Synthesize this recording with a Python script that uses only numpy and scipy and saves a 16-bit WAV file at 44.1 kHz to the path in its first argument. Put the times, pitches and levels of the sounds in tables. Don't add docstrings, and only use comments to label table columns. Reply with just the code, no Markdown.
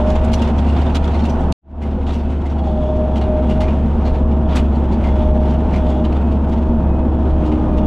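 import sys
import numpy as np
from scipy import signal
from scipy.fft import rfft, irfft, next_fast_len
from scipy.io import wavfile
from scipy.ndimage import uniform_filter1d, map_coordinates

SR = 44100
rng = np.random.default_rng(int(sys.argv[2]) if len(sys.argv) > 2 else 0)


def amplitude_ratio(level_db):
    exponent = np.asarray(level_db, float) / 20
    return 10 ** exponent


def materialize(psi):
    bounded = np.clip(np.atleast_2d(psi).T, -1, 1)
    quanta = np.round(bounded * 32767).astype(np.int16)
    wavfile.write(sys.argv[1], SR, quanta)


N = 346626
CUT_S = 1.528


def unit(x):
    return x / np.sqrt(np.mean(x ** 2) + 1e-20)


def along(points, hz):
    f, v = np.transpose(points)
    return np.interp(np.log(hz + 1), np.log(f + 1), v)


def curves(rows):
    s, *cols = np.transpose(rows)
    return np.array([np.interp(np.arange(N) / SR, s, c) for c in cols])


def wobble(rate):
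    knots = rng.standard_normal(int(N * rate / SR) + 4)
    return map_coordinates(knots, [np.arange(N) * rate / SR])


def filtered(x, response):
    m = 2 * next_fast_len(x.shape[-1] // 2 + 4096)
    return irfft(rfft(x, m) * response(np.fft.rfftfreq(m, 1 / SR)), m)[..., :x.shape[-1]]


def peaks(modes, hz, extra_db=0):
    centre, width, db = np.transpose(modes)[..., None]
    bells = amplitude_ratio(db + extra_db) ** 2 / (1 + (2 * (hz - centre) / width) ** 2)
    return np.sqrt(1 + np.sum(bells, axis=0))


def causal(gain):
    cepstrum = irfft(np.log(gain + 1e-6))
    half = len(cepstrum) // 2
    cepstrum[1:half] *= 2
    cepstrum[half + 1:] = 0
    return np.exp(rfft(cepstrum))


# (relative, per Hz)
RUMBLE_SPECTRUM = [(7.1, -44), (12, -14), (16, -7), (22, -2), (43, -6.5), (51, -7.5), (58, -11.5),
                   (75, -28.5), (130, -120)]


def ride_rumble():
    return unit(filtered(rng.standard_normal(N), lambda hz: amplitude_ratio(along(RUMBLE_SPECTRUM, hz))))


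# (relative, per Hz)
ROAR_SPECTRUM = [(47, -28.5), (80, -9.5), (119, -13.5), (200, -12.5), (262, -16), (290, -22.5), (330, -19),
                 (420, -22.5), (600, -26), (780, -55), (1320, -120)]
# freq_hz, width_hz, level_db (over the noise around them)
CAB_MODES = [(165, 25, 1.5), (230.7, 17, 12), (371, 31, 6.5), (504, 14, 5.5), (700, 57, -4.5),
             (800, 33, 0.5), (916, 80, 0)]


def panel_roar(shake):
    noise = rng.standard_normal(N) * shake
    return unit(filtered(noise, lambda hz: amplitude_ratio(along(ROAR_SPECTRUM, hz)) * peaks(CAB_MODES, hz)))


# (relative, per Hz)
DRONE_SPECTRUM = [(330, -21.5), (560, -7.5), (630, -4.5), (684, -5), (908, -7.5), (1800, -27.5),
                  (2340, -51), (3960, -120)]


def bay_drone(shake):
    noise = rng.standard_normal(N) * shake
    return unit(filtered(noise, lambda hz: amplitude_ratio(along(DRONE_SPECTRUM, hz)) * peaks(CAB_MODES, hz)))


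# (relative, per Hz)
CLATTER_SPECTRUM = [(760, -31.5), (1300, -2.5), (1490, -1.5), (1610, -9), (1980, -9), (3120, -10.5),
                    (4660, -24), (6610, -28.5), (10600, -39.5), (13500, -53.5), (15200, -77)]
# freq_hz, width_hz, level_db (over the noise)
STEEL_MODES = [(1250, 170, -3), (1900, 45, 1), (2105, 35, 3), (2415, 35, 2), (2750, 40, 1), (2880, 40, 2),
               (3060, 40, 0), (3370, 40, 2), (3580, 45, 2), (3880, 50, 0), (4300, 50, 2), (5850, 120, 3),
               (6860, 70, -3), (7780, 60, 3), (10500, 200, 3), (12460, 60, 5)]


def valve_clatter(kick, jolt):
    uneven_db = .3 * kick + 1.3 * jolt + 1.3 * wobble(16) + 1.2 * wobble(120)
    ticks = rng.standard_normal(N) * amplitude_ratio(uneven_db)
    return unit(filtered(ticks, lambda hz: amplitude_ratio(along(CLATTER_SPECTRUM, hz)) * peaks(STEEL_MODES, hz, -7)))


# time_s, rumble_db, roar_db, clatter_db (rms)
RIDE_LEVELS = [(0.0, -24.5, -19.5, -41.5), (0.3, -20, -20, -41), (0.85, -31, -21, -40.5),
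               (1.1, -22, -22.5, -42.5), (1.53, -26, -18.5, -43.5), (1.6, -27, -24, -49),
               (2.4, -26, -25, -47), (2.7, -30, -22, -50), (3.3, -24, -19.5, -45.5), (3.9, -23, -20, -45),
               (4.44, -24.5, -20, -48.5), (4.75, -27, -20, -47), (5.3, -21, -19.5, -44.5),
               (5.8, -26, -19, -45), (6.6, -24.5, -20, -48), (7.0, -23, -19.5, -49),
               (7.4, -24, -19.5, -46.5), (7.86, -23.5, -17.5, -46.5)]


def body(turns):
    rumble_db, roar_db, clatter_db = curves(RIDE_LEVELS)
    rumble_db = rumble_db + 2.7 * wobble(4.5)
    in_first = np.arange(N) < CUT_S * SR
    drone_db = roar_db + np.where(in_first, -7.5, -11)
    kick = np.cos(2 * np.pi * turns)
    jolt = wobble(45)
    shake = amplitude_ratio(0.6 * kick + 0.61 * jolt)
    out = amplitude_ratio(rumble_db) * ride_rumble() + amplitude_ratio(roar_db) * panel_roar(shake)
    return out + amplitude_ratio(drone_db) * bay_drone(shake) + amplitude_ratio(clatter_db) * valve_clatter(kick, jolt)


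# centre_s, level_db (rms before the swell), freq_hz, width_hz, half_length_s
FRAME_GROANS = [(.27, -20.5, 103, 37, 0.11), (0.956, -38, 1390, 400, 0.018), (2.0, -33, 493, 55, 0.042),
                (2.68, -31, 790, 95, 0.2), (3.152, -33.5, 769.7, 110, 0.17), (3.38, -34, 780, 110, .12),
                (3.62, -30, 800, 120, 0.058), (4.566, -29, 1140, 800, 0.031), (5.38, -34, 830, 59.5, 0.067),
                (5.897, -32, 756.8, 218, 0.081)]


def groans():
    out = np.zeros(N + SR)
    t = np.arange(SR // 2) / SR - .25
    for s, db, hz, width, half in FRAME_GROANS:
        noise = rng.standard_normal(len(t))
        band = filtered(noise, lambda f: 1 / (1 + (2 * (f - hz) / width) ** 2))
        swell_db = -14 * (t / half) ** 2
        out[round(s * SR):][:len(t)] += amplitude_ratio(db + swell_db) * unit(band)
    return out[SR // 4:][:N]


def burst_swell(t, length):
    rise_share = .42
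    return np.where(t < 0, -8 * (t / rise_share / length) ** 2, -7 * t / (1 - rise_share) / length)


def clank_blow(t, hold):
    attack_share, sag_db, fade_db_per_s = .3, 3, 900
    attack = -8 * (t / attack_share / hold) ** 2
    fall = -sag_db * np.minimum(t / hold, 1) - fade_db_per_s * np.maximum(t - hold, 0)
    return np.where(t < 0, attack, fall)


def faint_rattles():
    count = int(3 * N / SR)
    # level_db, bright_db, length_s, ring_hz
    mean, spread = (-49, -22, .022, 2900), (2.5, 4, .006, 500)
    scatter = np.clip(rng.standard_normal((count, 4)), -2, 2)
    return np.c_[rng.random(count) * N / SR, mean + spread * scatter]


# peak_s, level_db (rms of the ringing noise before the swell),
# bright_db (each 2 dB tilts 1 dB an octave; -12 is neutral), length_s, ring_hz (loudest ring)
SWELLING_BURSTS = [(0.089, -36, -18, 0.058, 5400), (0.106, -36, -11.5, .022, 6640),
                   (0.161, -25.5, -21.5, 0.019, 7000), (0.249, -44, 2, 0.014, 7460),
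                   (0.397, -37, -14.5, 0.029, 3520), (0.442, -36.5, -16, 0.03, 3660),
                   (0.481, -37.5, -14.5, 0.028, 2750), (0.566, -48, -10.5, .008, 6000),
                   (0.592, -34, -13.5, .027, 3190), (0.694, -36.5, -15.5, 0.062, 2810),
                   (0.768, -25.5, -23.5, 0.014, 3570), (0.82, -34, -16, .017, 4600),
                   (0.869, -39, -16, 0.019, 3640), (0.905, -35.5, -20, 0.028, 2580),
                   (1.12, -37, -18, 0.02, 2567), (1.151, -31.5, -21, .04, 4070),
                   (1.2, -33, -19, 0.039, 5700), (1.241, -36, -15, .014, 3900),
                   (1.258, -35, -11, 0.02, 2680), (1.302, -40, -11.5, 0.034, 5940),
                   (1.421, -52, -1, .06, 3280), (1.525, -26.5, -2, 0.0063, 4300),
                   (1.829, -38, -16, 0.027, 2170), (2.104, -33, -18.5, 0.035, 3610),
                   (2.142, -38.5, -11.5, 0.048, 2840), (2.202, -35.5, -26, .034, 4590),
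                   (2.306, -46.5, -9.5, 0.016, 2385), (2.42, -44, -18, .025, 2820),
                   (2.465, -39, -16, 0.023, 2105), (2.508, -39, -20.5, 0.034, 5630),
                   (2.592, -40.5, -18.5, 0.029, 3340), (2.68, -41.5, -18.5, 0.13, 3380),
                   (2.968, -48, -11.5, 0.026, 2160), (3.233, -38, -19.5, 0.04, 3870),
                   (3.509, -34.5, -13.5, 0.035, 2800), (3.637, -34, -17.5, 0.03, 2350),
                   (3.69, -30, -25.5, 0.042, 2510), (3.986, -45, -21.5, 0.035, 3080),
                   (4.021, -42, -21, 0.035, 2518), (4.07, -33, -20, 0.046, 4150),
                   (4.155, -34.5, -22.5, 0.03, 3580), (4.32, -40.5, -20.5, 0.033, 2940),
                   (4.53, -32, -23.5, 0.11, 3270), (4.554, -39, -12, .012, 3500),
                   (4.565, -26, -9.5, .02, 7780), (4.569, -43.5, 1, .03, 12460),
                   (4.596, -32.5, -19, 0.024, 2850), (4.603, -38, -13.5, 0.01, 10700),
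                   (4.76, -45.5, -12, 0.026, 4200), (4.931, -37, -16, .025, 4600),
                   (5.066, -33.5, -19.5, 0.053, 2000), (5.161, -37.5, -28, .019, 2594),
                   (5.218, -32.5, -27, 0.045, 3360), (5.221, -41, -32.5, 0.034, 2230),
                   (5.46, -34, -23, 0.014, 3430), (5.502, -36, -21, 0.052, 3120),
                   (5.508, -44, -11, 0.021, 5850), (5.745, -30, -20.5, 0.041, 2332),
                   (5.765, -34.5, -14, 0.02, 2070), (5.871, -38, -22, 0.021, 3330),
                   (5.891, -46.5, -14.5, .04, 6620), (5.904, -49.5, -6.5, 0.027, 7600),
                   (5.913, -36.5, -23.5, 0.05, 3360), (6.051, -31.5, -18.5, .019, 2940),
                   (6.128, -35.5, -18, 0.013, 2710), (6.168, -35.5, -24, 0.021, 3460),
                   (6.325, -40, -18, 0.024, 2900), (6.495, -44, -8, .014, 2400),
                   (6.527, -39, -17, 0.025, 3300), (6.582, -41, -19, 0.022, 3300),
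                   (7.069, -46, -30, .035, 3400), (7.313, -42, -22, 0.02, 4000),
                   (7.468, -41, -11, 0.041, 2990), (7.524, -34, -21.5, 0.023, 3000),
                   (7.782, -36, -15, 0.022, 2800), (7.836, -42, -22, .014, 2700)]
# attack_end_s, level_db, bright_db, hold_s, ring_hz (levels as for the bursts)
STEEL_CLANKS = [(0.318, -38.5, -9, 0.0088, 3020), (0.333, -27, -8, 0.005, 3100),
                (0.339, -27.5, -8.5, 0.006, 5920), (0.42, -30, -11, .007, 2840),
                (0.939, -44, -13, 0.0056, 2680), (0.952, -25.5, -10, .013, 3886),
                (1.043, -37, -12, 0.012, 3508), (1.077, -29.5, -22.5, .008, 3540),
                (2.071, -33, -19, .022, 3220), (3.163, -36.5, -12, 0.021, 3100),
                (3.213, -35.5, -16, 0.0071, 2900), (3.609, -30, -14.5, 0.017, 3100),
                (4.569, -24, -14, 0.012, 2600), (5.039, -31, -22, 0.012, 2260)]
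# (relative, per Hz)
BURST_SPECTRUM = [(410, -27.5), (700, -0.5), (1350, -8.5), (1680, -12), (2850, -10.5), (4530, -14.5),
                  (5870, -20.5), (6760, -20), (7790, -24.5), (12900, -38.5), (15200, -53)]


def rattles_clanks_and_flashes():
    size, lead = 8192, 2048
    out = np.zeros(N + size + lead)
    t = (np.arange(size) - lead) / SR
    bursts = [(row, burst_swell) for row in list(SWELLING_BURSTS) + list(faint_rattles())]
    bursts += [(row, clank_blow) for row in STEEL_CLANKS]
    for (s, db, bright_db, length, ring_hz), shape in bursts:
        rough_db = 2.8 * np.repeat(rng.standard_normal(size // 48 + 1), 48)[:size]
        rough = rng.standard_normal(size) * amplitude_ratio(rough_db)
        strengths_db = rng.normal(-.5, 4, (len(STEEL_MODES), 1))

        def colour(hz):
            octaves = np.log2(np.minimum(hz, 9000) / 3000 + 0.039)
            slope_db = along(BURST_SPECTRUM, hz) + .5 * (bright_db + 12.0) * octaves
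            loudest = peaks([(ring_hz, 260, 7.5)], hz)
            return causal(amplitude_ratio(slope_db) * peaks(STEEL_MODES, hz, strengths_db) * loudest)

        shaped = amplitude_ratio(shape(t, length)) * rough
        steady, ring = filtered(np.array([rough, shaped]), colour)
        out[round(s * SR):][:size] += amplitude_ratio(db) * ring / np.std(steady)
    return out[lead:][:N]


# freq_hz, width_hz, level_db (over the noise)
TRIM_MODES = [(3370, 45, 25), (3600, 60, 18), (2850, 350, 16), (5850, 150, 7), (6600, 100, 8),
              (7620, 90, 9)]


def buzz(whine_db):
    chatter = rng.standard_normal(N) * amplitude_ratio(4.5 * wobble(12))

    def response(hz):
        treble_cut = 1 + (hz / 6000) ** 4
        bass_cut = 1 + (2000 / (hz + 1)) ** 6
        return peaks(TRIM_MODES, hz) / treble_cut / bass_cut

    return amplitude_ratio(-53 + 1.3 * (whine_db + 25)) * unit(filtered(chatter, response))


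# time_s, firing_hz (before flywheel smoothing), whine_db (before floor, trim and wobble)
ENGINE_LOAD = [(0.0, 67.4, -19.5), (0.12, 68.7, -22.5), (0.3, 70.7, -27), (0.48, 71.2, -30),
               (0.7, 72.12, -35), (1.0, 73.06, -32.5), (1.12, 72.8, -46), (1.52, 72.78, -37),
               (2.52, 71.94, -44), (2.6, 71.4, -31.5), (2.74, 68.47, -26.5), (2.9, 68.17, -22.5),
               (3.1, 69.22, -28.5), (3.4, 68.4, -22.5), (3.6, 69.1, -26), (3.72, 70.4, -31.5),
               (3.97, 71.23, -37.5), (4.08, 69.42, -31), (4.42, 70.78, -33), (4.6, 69, -27.5),
               (4.8, 69.95, -37), (5.02, 70.26, -34.5), (5.18, 68.54, -23.5), (5.4, 68.4, -24.5),
               (5.55, 69.75, -33.5), (5.74, 69.98, -33.5), (5.9, 68.3, -21), (6.03, 68.36, -27),
               (6.2, 70.33, -36), (6.4, 70.93, -34), (6.8, 69.73, -32), (7.15, 71.03, -36),
               (7.4, 69.37, -29.5), (7.5, 68.4, -36), (7.62, 68.3, -29.5), (7.86, 67.94, -24.5)]
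# time_s, level_db (rms)
NOTE_LEVEL = [(0, -16.5), (0.4, -16.5), (0.9, -14.5), (1.52, -16), (1.9, -20.5), (2.4, -19), (3.0, -17),
              (4.0, -16), (5.3, -16.5), (6.3, -16), (7.3, -16.5), (7.55, -19.5), (7.86, -15.5)]
# time_s, level_db (rms)
PUMP_LEVEL = [(0, -40.5), (0.5, -40), (1.52, -45.5), (2.2, -46.5), (2.7, -37.5), (3.5, -35.5), (3.9, -39.5),
              (4.3, -35), (4.9, -30.5), (5.2, -34), (5.6, -37.5), (6.0, -30.5), (6.45, -33.5),
              (6.75, -29.5), (7.2, -28.5), (7.4, -25.5), (7.5, -22.5), (7.86, -24.5)]
# multiple (of the firing rate), level_db (against the firing note, before wobble)
SHAFT_ORDERS = [(.5, -21), (1.25, -22), (1.75, -25), (2, -23), (2.5, -23), (3, -19), (3.67, -17), (4, -25),
                (4.75, -23), (5, -30), (6.5, -26), (7.24, -30), (8, -32), (10, -29), (11, -32), (13, -29.5)]


def engine():
    (firing_hz, whine_db), (note_db,), (pump_db,) = curves(ENGINE_LOAD), curves(NOTE_LEVEL), curves(PUMP_LEVEL)
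    firing_hz = uniform_filter1d(firing_hz, size=SR // 16)
    whine_db = np.maximum(whine_db, -41)
    note_db = note_db + 1.37 * wobble(9)
    turns = np.cumsum(firing_hz) / SR
    flutter = wobble(25)

    def tone(k, db):
        phase = k * turns + rng.random() + 0.0065 * k * flutter
        return np.sqrt(2) * amplitude_ratio(db) * np.sin(2 * np.pi * phase)

    note = tone(1, note_db + 0.14 * wobble(26))
    orders = sum(tone(k, note_db + db + 2.0 * wobble(5)) for k, db in SHAFT_ORDERS)
    pistons = 9
    pump = tone(pistons / 2, pump_db + 1.1 * wobble(8))
    pump += tone(pistons, whine_db - 1.5 + 2.2 * wobble(12)) * (1 + .2 * wobble(70))
    pump += tone(3 * pistons / 2, whine_db - 23 + 1.7 * wobble(15))
    pump += tone(2 * pistons, 1.5 * (pump_db + 20.0) - 39.5 + 2.2 * wobble(16))
    pump += tone(4 * pistons, note_db - 48 + 4 * wobble(7))
    return note + orders + pump + buzz(whine_db), turns


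# freq_hz, side_db (against mid)
SIDE_WIDTH = [(60, -52.5), (130, -36.5), (290, -21.5), (640, -13.5), (1390, -4), (3060, -3.5), (6730, -3),
              (14800, -4)]
# freq_hz, left_over_right_db
PORT_TILT = [(200, 0), (500, -1), (2400, -2), (4400, -1), (12000, -2)]


def scene():
    tones, turns = engine()
    mid = body(turns) + groans() + rattles_clanks_and_flashes() + tones
    z = signal.stft(mid, nperseg=512)[2]
    random_phase = np.exp(2j * np.pi * rng.random(z.shape))
    scattered = signal.istft(z * random_phase, nperseg=512)[1][:N]
    side = filtered(scattered, lambda hz: amplitude_ratio(along(SIDE_WIDTH, hz) - 0.5))
    lean = filtered(mid, lambda hz: amplitude_ratio(along(PORT_TILT, hz) / 2) - 1)
    return np.array([mid + side + lean, mid - side - lean])


def roll_off(x):
    return signal.sosfilt(signal.butter(12, 15370, fs=SR, output="sos"), x)


def record(dry):
    power = np.abs(uniform_filter1d(np.mean(dry ** 2, axis=0), size=2600))
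    usual = np.abs(uniform_filter1d(power, size=22000))
    evened = dry * (usual / (power + 1e-9)) ** 0.21
    top = .9
    rounded = evened / (1 + np.abs(evened / top) ** 4) ** (1 / 4)
    t = np.arange(N) / SR
    first = np.clip((CUT_S - t) / .004, 0, 1)
    fade_start_s, fade_s, fade_power = 1.615, .25, 1.9
    second = np.clip((t - fade_start_s) / fade_s, 0, 1) ** fade_power
    mix = rounded * first + rounded.mean(axis=0) * second
    return roll_off(mix)


dry = scene()
out = record(dry)
materialize(out)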